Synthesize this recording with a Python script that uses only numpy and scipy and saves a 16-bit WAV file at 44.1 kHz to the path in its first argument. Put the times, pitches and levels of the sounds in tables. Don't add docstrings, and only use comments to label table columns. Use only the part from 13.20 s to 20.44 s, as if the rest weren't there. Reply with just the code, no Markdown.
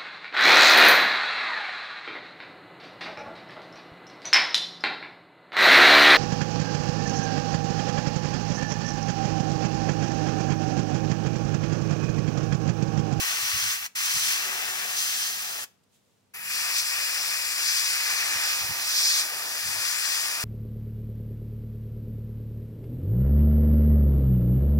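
import sys
import numpy as np
from scipy import signal
from scipy.fft import rfft, irfft, next_fast_len
from scipy.io import wavfile
from scipy.ndimage import map_coordinates

SR = 44100
rng = np.random.default_rng(int(sys.argv[2]) if len(sys.argv) > 2 else 0)


def unload_audio(sound):
    columns = np.transpose(np.atleast_2d(sound))
    steps = np.round(np.clip(columns, -1, 1) * 32767)
    wavfile.write(sys.argv[1], SR, steps.astype(np.int16))


N = 319284

# valve opens t/s, valve shuts t/s, grip (0 or 1)
PRESSES = [(-.1, .665, 0), (0.75, 2.441, 0), (3.136, 7.4, 1)]
# t/s, splash level/dB, roar level/dB, wash level/dB
AIM = [
    [(0.03, -33, -36.5, -50.5), (0.202, -35, -38, -48.5), (0.222, -33, -37.5, -51),
     (0.522, -32, -37, -57.5), (0.604, -43, -44, -60), (0.66, -40, -42, -56.5)],
    [(0.77, -35.5, -39.5, -62), (0.866, -31, -37, -60), (1.014, -30, -39, -52.5), (1.116, -28.5, -35, -53),
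     (1.176, -34, -38, -49.5), (1.292, -38, -38.5, -46), (1.722, -38, -40, -49), (1.786, -31.5, -41, -54),
     (2.064, -34, -41.5, -53), (2.166, -39, -45, -53), (2.188, -38, -42.5, -53.5),
     (2.43, -41.5, -45.5, -50.5)],
    [(3.17, -50.5, -46, -61), (3.19, -52, -46, -63), (3.34, -33, -37.5, -56.5), (3.51, -34, -37, -51),
     (3.59, -28, -37, -58), (3.63, -34, -39.5, -57), (3.73, -33.5, -37, -52.5), (4.08, -33.5, -37.5, -51),
     (4.35, -35, -39.5, -55.5), (4.39, -33, -37.5, -53), (4.5, -28, -37, -56.5), (4.86, -32.5, -36.5, -51),
     (4.9, -30.5, -34.5, -50.5), (5.18, -33, -34.5, -46.5), (5.3, -30.5, -36, -49.5),
     (5.53, -36.5, -40, -47), (5.62, -34.5, -39, -49.5), (5.79, -25.5, -38, -51.5),
     (5.93, -25.5, -37.5, -53), (5.99, -26.5, -34.5, -49), (6.07, -38, -40.5, -47),
     (6.29, -38, -41.5, -47.5), (6.46, -35, -40, -52), (6.61, -33.5, -38.5, -47), (6.69, -31, -37, -55),
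     (6.77, -33.5, -38.5, -53), (6.93, -30.5, -37.5, -51.5), (7.22, -37, -39, -48.5)],
]
# f/Hz, relative level/dB in grip 0, in grip 1
WASH_EQ = [(90, -30.5, -26), (200, -18.5, -19.5), (388, -11, -8), (510, -9.5, -7.5), (813, -1.5, 1),
           (1000, -5, -2.5), (1400, -3.5, -5), (2500, -42, -51)]
ROAR_EQ = [(350, -63.5, -51), (813, -18, -18.5), (1134, -5, -6.5), (1350, -5.5, -5), (1765, 1.5, -0.5),
           (2210, -1, -2), (2564, 3.5, 3), (2826, -1, -2.5), (3120, -5, -8), (3970, -8, -18),
           (6000, -50, -51)]
SPLASH_EQ = [(2000, -29, -42), (3160, -1.5, -7.5), (3520, -5, -1.5), (3580, -5.5, -7), (4230, -3, -1.5),
             (4650, -3, 0.5), (5160, -1, 2.5), (6350, 1, -3), (6680, -12.5, -3.5), (7950, -23.5, -34),
             (15000, -57, -55)]
MIST_EQ = [(4500, -32, -33), (6510, -11, -5), (7120, 0.5, 2), (8040, -5.5, -0.5), (8660, -4.5, 0),
           (9260, -8.5, 0.5), (10030, -8, -14), (11400, -11.5, -14), (15000, -42.5, -40)]
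FIZZ_EQ = [(2000, -22.5, -29), (4000, -3, -18), (8550, 0, -9), (10140, -1.5, 2), (11000, 2.5, 0.5),
           (12500, 1.5, -0.5), (14000, 1.5, 1), (15400, 3.5, 0)]
# level/dB at the usual splash, growth/(dB per dB)
MIST_RIDE = [(-39, 0.86), (-39.5, 0.81)]
FIZZ_RIDE = [(-35.5, 0.53), (-37, 0.34)]
# f/Hz, shared power (0-1) in grip 0, in grip 1
PORT_LIKENESS = [(150, 0.47, 0.46), (597, 0.57, 0.68), (1003, 0.83, 0.7), (1510, 0.82, 0.97),
                 (2350, 0.78, 0.84), (3060, 0.76, 1), (3450, 0.64, 0.34), (3900, 0.4, 0.23),
                 (5200, 0.68, 0.86), (6200, 0.5, 0.91), (6800, 0.23, 0.4), (8000, 0.43, 0.31),
                 (10000, 0.4, 0.26), (15000, 0.4, 0.22)]
# f/Hz, left-right level/dB in grip 0, in grip 1
BODY_SHADE = [(200, -1, -1), (700, 0.5, 0.5), (1620, 2, 0.5), (2050, -0.5, -1.5), (2450, 0.5, -0.5),
              (2900, -2, -4.5), (3500, 1, -1), (4700, 0, 0), (6300, -3, -1.5), (8000, -1.5, 0.5),
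              (10450, -2.5, -2), (15000, -2.5, -3.5)]
# f/Hz, phase lead/rad
LEFT_LEAD = [
    [(0, 0), (1460, 1.73), (1890, 1.88), (2930, 4), (3700, 2.5), (4050, 7), (5600, 5.5), (6980, 10.5),
     (7240, 9), (8790, 10.0), (10200, 13.5), (11400, 14), (14200, 18), (16200, 22)],
    [(0, -0.5), (1460, 1.46), (1890, 1.4), (2150, 2), (2600, 2.5), (3050, 2.5), (4200, 4.5), (5340, 5.5),
     (6120, 7), (6460, 8), (8010, 8.5), (9300, 9.5), (11500, 13), (16200, 15)],
]
# t/s, left-right level/dB
PAN_DRIFT = [(0, 3.3), (.8, 2.2), (1.55, 4), (1.95, 3), (3.3, 4), (4.65, 4.5), (5.6, .8), (6.3, 3.5),
             (6.8, 5.5), (7.24, 3)]
# t/s, delay/ms, band f/Hz
PART_TURN = [(.6, .92, 14900), (.9, .9, 11000), (1.13, .92, 11000), (1.3, 0.56, 15000), (1.8, .61, 12200),
             (2.44, .6, 12200), (3.4, 0.37, 11200), (4.8, 0.42, 11300), (5.25, 0.565, 11000),
             (5.4, .93, 14300), (5.63, .96, 14300), (5.8, 0.35, 12500), (6.12, 0.62, 10800)]
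# delay/ms in grip 0, in grip 1
PAPER_DELAY_MS = [1.44, 1.63]
# t/s, level/dB, half length/s, f/Hz
HUM_SWELLS = [(1.32, -61, 0.21, 382), (1.55, -68, 0.54, 192.8), (3.352, -68, 0.19, 190.6)]
# t/s, level/dB, half length/s
PUFF_CUES = [(.245, -51, .014), (.357, -43, .012), (.452, -50, 0.028), (.96, -43.5, 0.0095),
             (1.01, -59, 0.029), (5.162, -46, 0.0088), (5.435, -47, 0.022), (5.508, -38, 0.0089),
             (6.475, -48.5, .026), (6.57, -55.5, 0.037)]
RUB_CUES = [(2.639, -71, .004), (2.752, -69, .024), (2.9, -77, .1)]
# f/Hz, relative level/dB
PUFF_EQ = [(15, -47), (28, -24.5), (50, -10), (85, 4.5), (130, 0.5), (200, -12.5), (320, -31), (800, -74.5)]
DRAUGHT_EQ = [(15, -54), (30, -32), (50, -15.5), (85, -2), (130, -1), (200, -4.5), (320, -19), (800, -64)]
RUB_EQ = [(800, -25), (2500, -5), (3600, 0), (5200, -6.5), (7200, -1), (10000, -7), (15000, -12)]
ROOM_AIR_EQ = [(15, -50), (30, -28.5), (50, -23), (95, -3), (190, -7.5), (330, -12), (450, -8),
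               (650, -12.5), (1660, -19.5), (6050, -23.5), (15500, -33.5)]
# f/Hz, t60/s
ROOM_DECAY = [(200, 0.58), (2000, 0.31), (6000, 0.29), (15000, 0.23)]
# f/Hz, level/dB
HUM_PARTIALS = [(100, -86), (194, -80.5), (248, -83.5)]

USUAL_SPLASH_DB, USUAL_PAN_DB, MIST_DB_PER_PAN_DB = -34, 4, 0.64
TIME = np.arange(N) / SR
FFT_SIZE = next_fast_len(N + 8192)
FFT_HZ = np.fft.rfftfreq(FFT_SIZE, 1 / SR)


def airbrush():
    out = np.zeros((2, N))
    pan_db, = curves(PAN_DRIFT)
    facing_db = MIST_DB_PER_PAN_DB * (pan_db - USUAL_PAN_DB)
    for grip in range(2):
        wash = amp(1.5) * turbulence(WASH_EQ, grip, sputter_db=.5, flutter_db=.57)
        roar = amp(-.5) * turbulence(ROAR_EQ, grip, sputter_db=.5, flutter_db=.5)
        splash = turbulence(SPLASH_EQ, grip, sputter_db=.5, flutter_db=.62)
        mist = amp(facing_db) * turbulence(MIST_EQ, grip, sputter_db=2.5, flutter_db=1.03)
        fizz = bright_band(turbulence(FIZZ_EQ, grip, sputter_db=4, flutter_db=.1))
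        for (opens, shuts, press_grip), aim in zip(PRESSES, AIM):
            if press_grip == grip:
                splash_db, roar_db, wash_db = curves(aim)
                jet = amp(wash_db) * wash + amp(roar_db) * roar + amp(splash_db) * splash
                jet += ride_splash(splash_db, *MIST_RIDE[grip]) * mist
                jet += ride_splash(splash_db, *FIZZ_RIDE[grip]) * fizz
                out += near_echoes(valve(opens, shuts) * jet, PAPER_DELAY_MS[grip])
    return out * amp([pan_db / 2, -pan_db / 2])


def turbulence(eq, grip, sputter_db, flutter_db):
    sides = np.array([[1], [-1]])
    sputter = amp(sputter_db * wobble(900))
    direct = rfft(rng.standard_normal(N) * sputter / np.sqrt(np.mean(sputter ** 2)), FFT_SIZE)
    lead_rad = np.interp(FFT_HZ, *np.transpose(LEFT_LEAD[grip]))
    direct = direct * np.exp(sides * 1j * lead_rad / 2)
    scattered = rfft(rng.standard_normal((2, N)), FFT_SIZE)
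    shared = along(PORT_LIKENESS, FFT_HZ, grip)
    blend = np.sqrt(shared) * direct + np.sqrt(1 - shared) * scattered
    colour = amp(along(eq, FFT_HZ, grip) + sides * along(BODY_SHADE, FFT_HZ, grip) / 2)
    pair = irfft(blend * colour, FFT_SIZE)[:, :N]
    return unit(pair * amp(flutter_db * wobble(35)))


def valve(opens, shuts, rise_s=.0091, fall_s=.0068):
    attack = np.clip((TIME - opens) / rise_s, 0, 1)
    return attack * np.exp(-np.maximum(TIME - shuts, 0) / fall_s)


def blowing():
    return sum(valve(opens, shuts) for opens, shuts, _ in PRESSES)


def ride_splash(splash_db, usual_db, growth):
    return amp(usual_db + growth * (splash_db - USUAL_SPLASH_DB))


def bright_band(fizz, width_hz=560, boost_db=2):
    hz, t, spectrum = signal.stft(fizz, SR, nperseg=256)
    turn_s, _, centre_hz = np.transpose(PART_TURN)
    bell = np.exp(-.5 * ((hz[:, None] - np.interp(t, turn_s, centre_hz)) / width_hz) ** 2)
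    return unit(signal.istft(spectrum * amp(boost_db * bell), SR, nperseg=256)[1][:, :N])


def near_echoes(jet, paper_ms, glance_db=-20, paper_db=-24, desk_db=-20):
    glance_ms, _ = curves(PART_TURN)
    out = jet + amp(glance_db) * delayed(jet, glance_ms) + amp(paper_db) * delayed(jet, paper_ms)
    sway_ms = .039 * wobble(1.32)
    for desk_ms in np.geomspace(3, 14, 6) * rng.uniform(.85, 1.15, 6):
        bounce = [delayed([port], desk_ms + sway_ms + rng.uniform(-.15, .16)) for port in jet]
        out += amp(desk_db) * np.vstack(bounce)
    return out


def swelling_hum():
    tones = np.zeros(N)
    for *cue, hz in HUM_SWELLS:
        phase = 2 * np.pi * np.cumsum(hz + 4 * wobble(20)) / SR
        tones += swells([cue]) * np.sin(phase)
    return np.sqrt(2) * blowing() * tones


def stray_air():
    draught = amp(-68 + 1.5 * wobble(4)) * blowing() * noise(DRAUGHT_EQ, shared=.15)
    return draught + swells(PUFF_CUES) * noise(PUFF_EQ, shared=.05)


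def fingers():
    return swells(RUB_CUES) * noise(RUB_EQ, shared=.28)


def room_tail(jet):
    hz, t, spectrum = signal.stft(rng.standard_normal((2, SR // 2)), SR, nperseg=256)
    decay = amp(-60 * t / along(ROOM_DECAY, hz)[:, None])
    tail = signal.istft(spectrum * decay, SR, nperseg=256)[1]
    return signal.fftconvolve(jet, tail / np.linalg.norm(tail[0]), axes=1)[:, :N]


def room_tone():
    hum = np.zeros(N)
    for hz, db in HUM_PARTIALS:
        gain = amp(db + 1.5 * wobble(10))
        hum += gain * np.sin(2 * np.pi * hz * TIME + 1.4 * wobble(9.7))
    return amp(-71.5) * noise(ROOM_AIR_EQ, shared=.25) + np.sqrt(2) * hum


def amp(db):
    return 10 ** (np.asarray(db) / 20)


def unit(pair):
    return pair / np.sqrt(np.mean(pair.mean(0) ** 2) + 1e-20)


def along(table, hz, column=0):
    knots_hz, *values = np.transpose(table)
    return np.interp(np.log(hz + 1), np.log(knots_hz + 1), values[column])


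def curves(rows):
    knots_s, *columns = np.transpose(rows)
    return [np.interp(TIME, knots_s, column) for column in columns]


def wobble(rate):
    return map_coordinates(rng.standard_normal(int(N * rate / SR) + 4), [TIME * rate])


def swells(cues):
    return sum(amp(db) * np.exp(-.5 * ((TIME - peak_s) / half_s) ** 2) for peak_s, db, half_s in cues)


def filtered(x, gain):
    return irfft(rfft(x, FFT_SIZE) * gain, FFT_SIZE)[..., :N]


def noise(eq, shared):
    pair = np.sqrt(shared) * rng.standard_normal(N) + np.sqrt(1 - shared) * rng.standard_normal((2, N))
    return unit(filtered(pair, amp(along(eq, FFT_HZ))))


def delayed(ports, ms):
    return np.array([np.interp(TIME - ms / 1000, TIME, port, left=0) for port in ports])


def scene():
    jet = airbrush()
    return jet + amp(-18) * room_tail(jet) + swelling_hum() + stray_air() + fingers() + room_tone()


def record(dry, low_cut_hz=36, top_hz=15900):
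    low_cut = FFT_HZ ** 2 / np.hypot(FFT_HZ ** 2, low_cut_hz ** 2)
    high_cut = np.clip((top_hz - FFT_HZ) / 250 + .5, 0, 1) ** 2
    return filtered(filtered(dry, low_cut), high_cut)


dry = scene()
out = record(dry)
unload_audio(out)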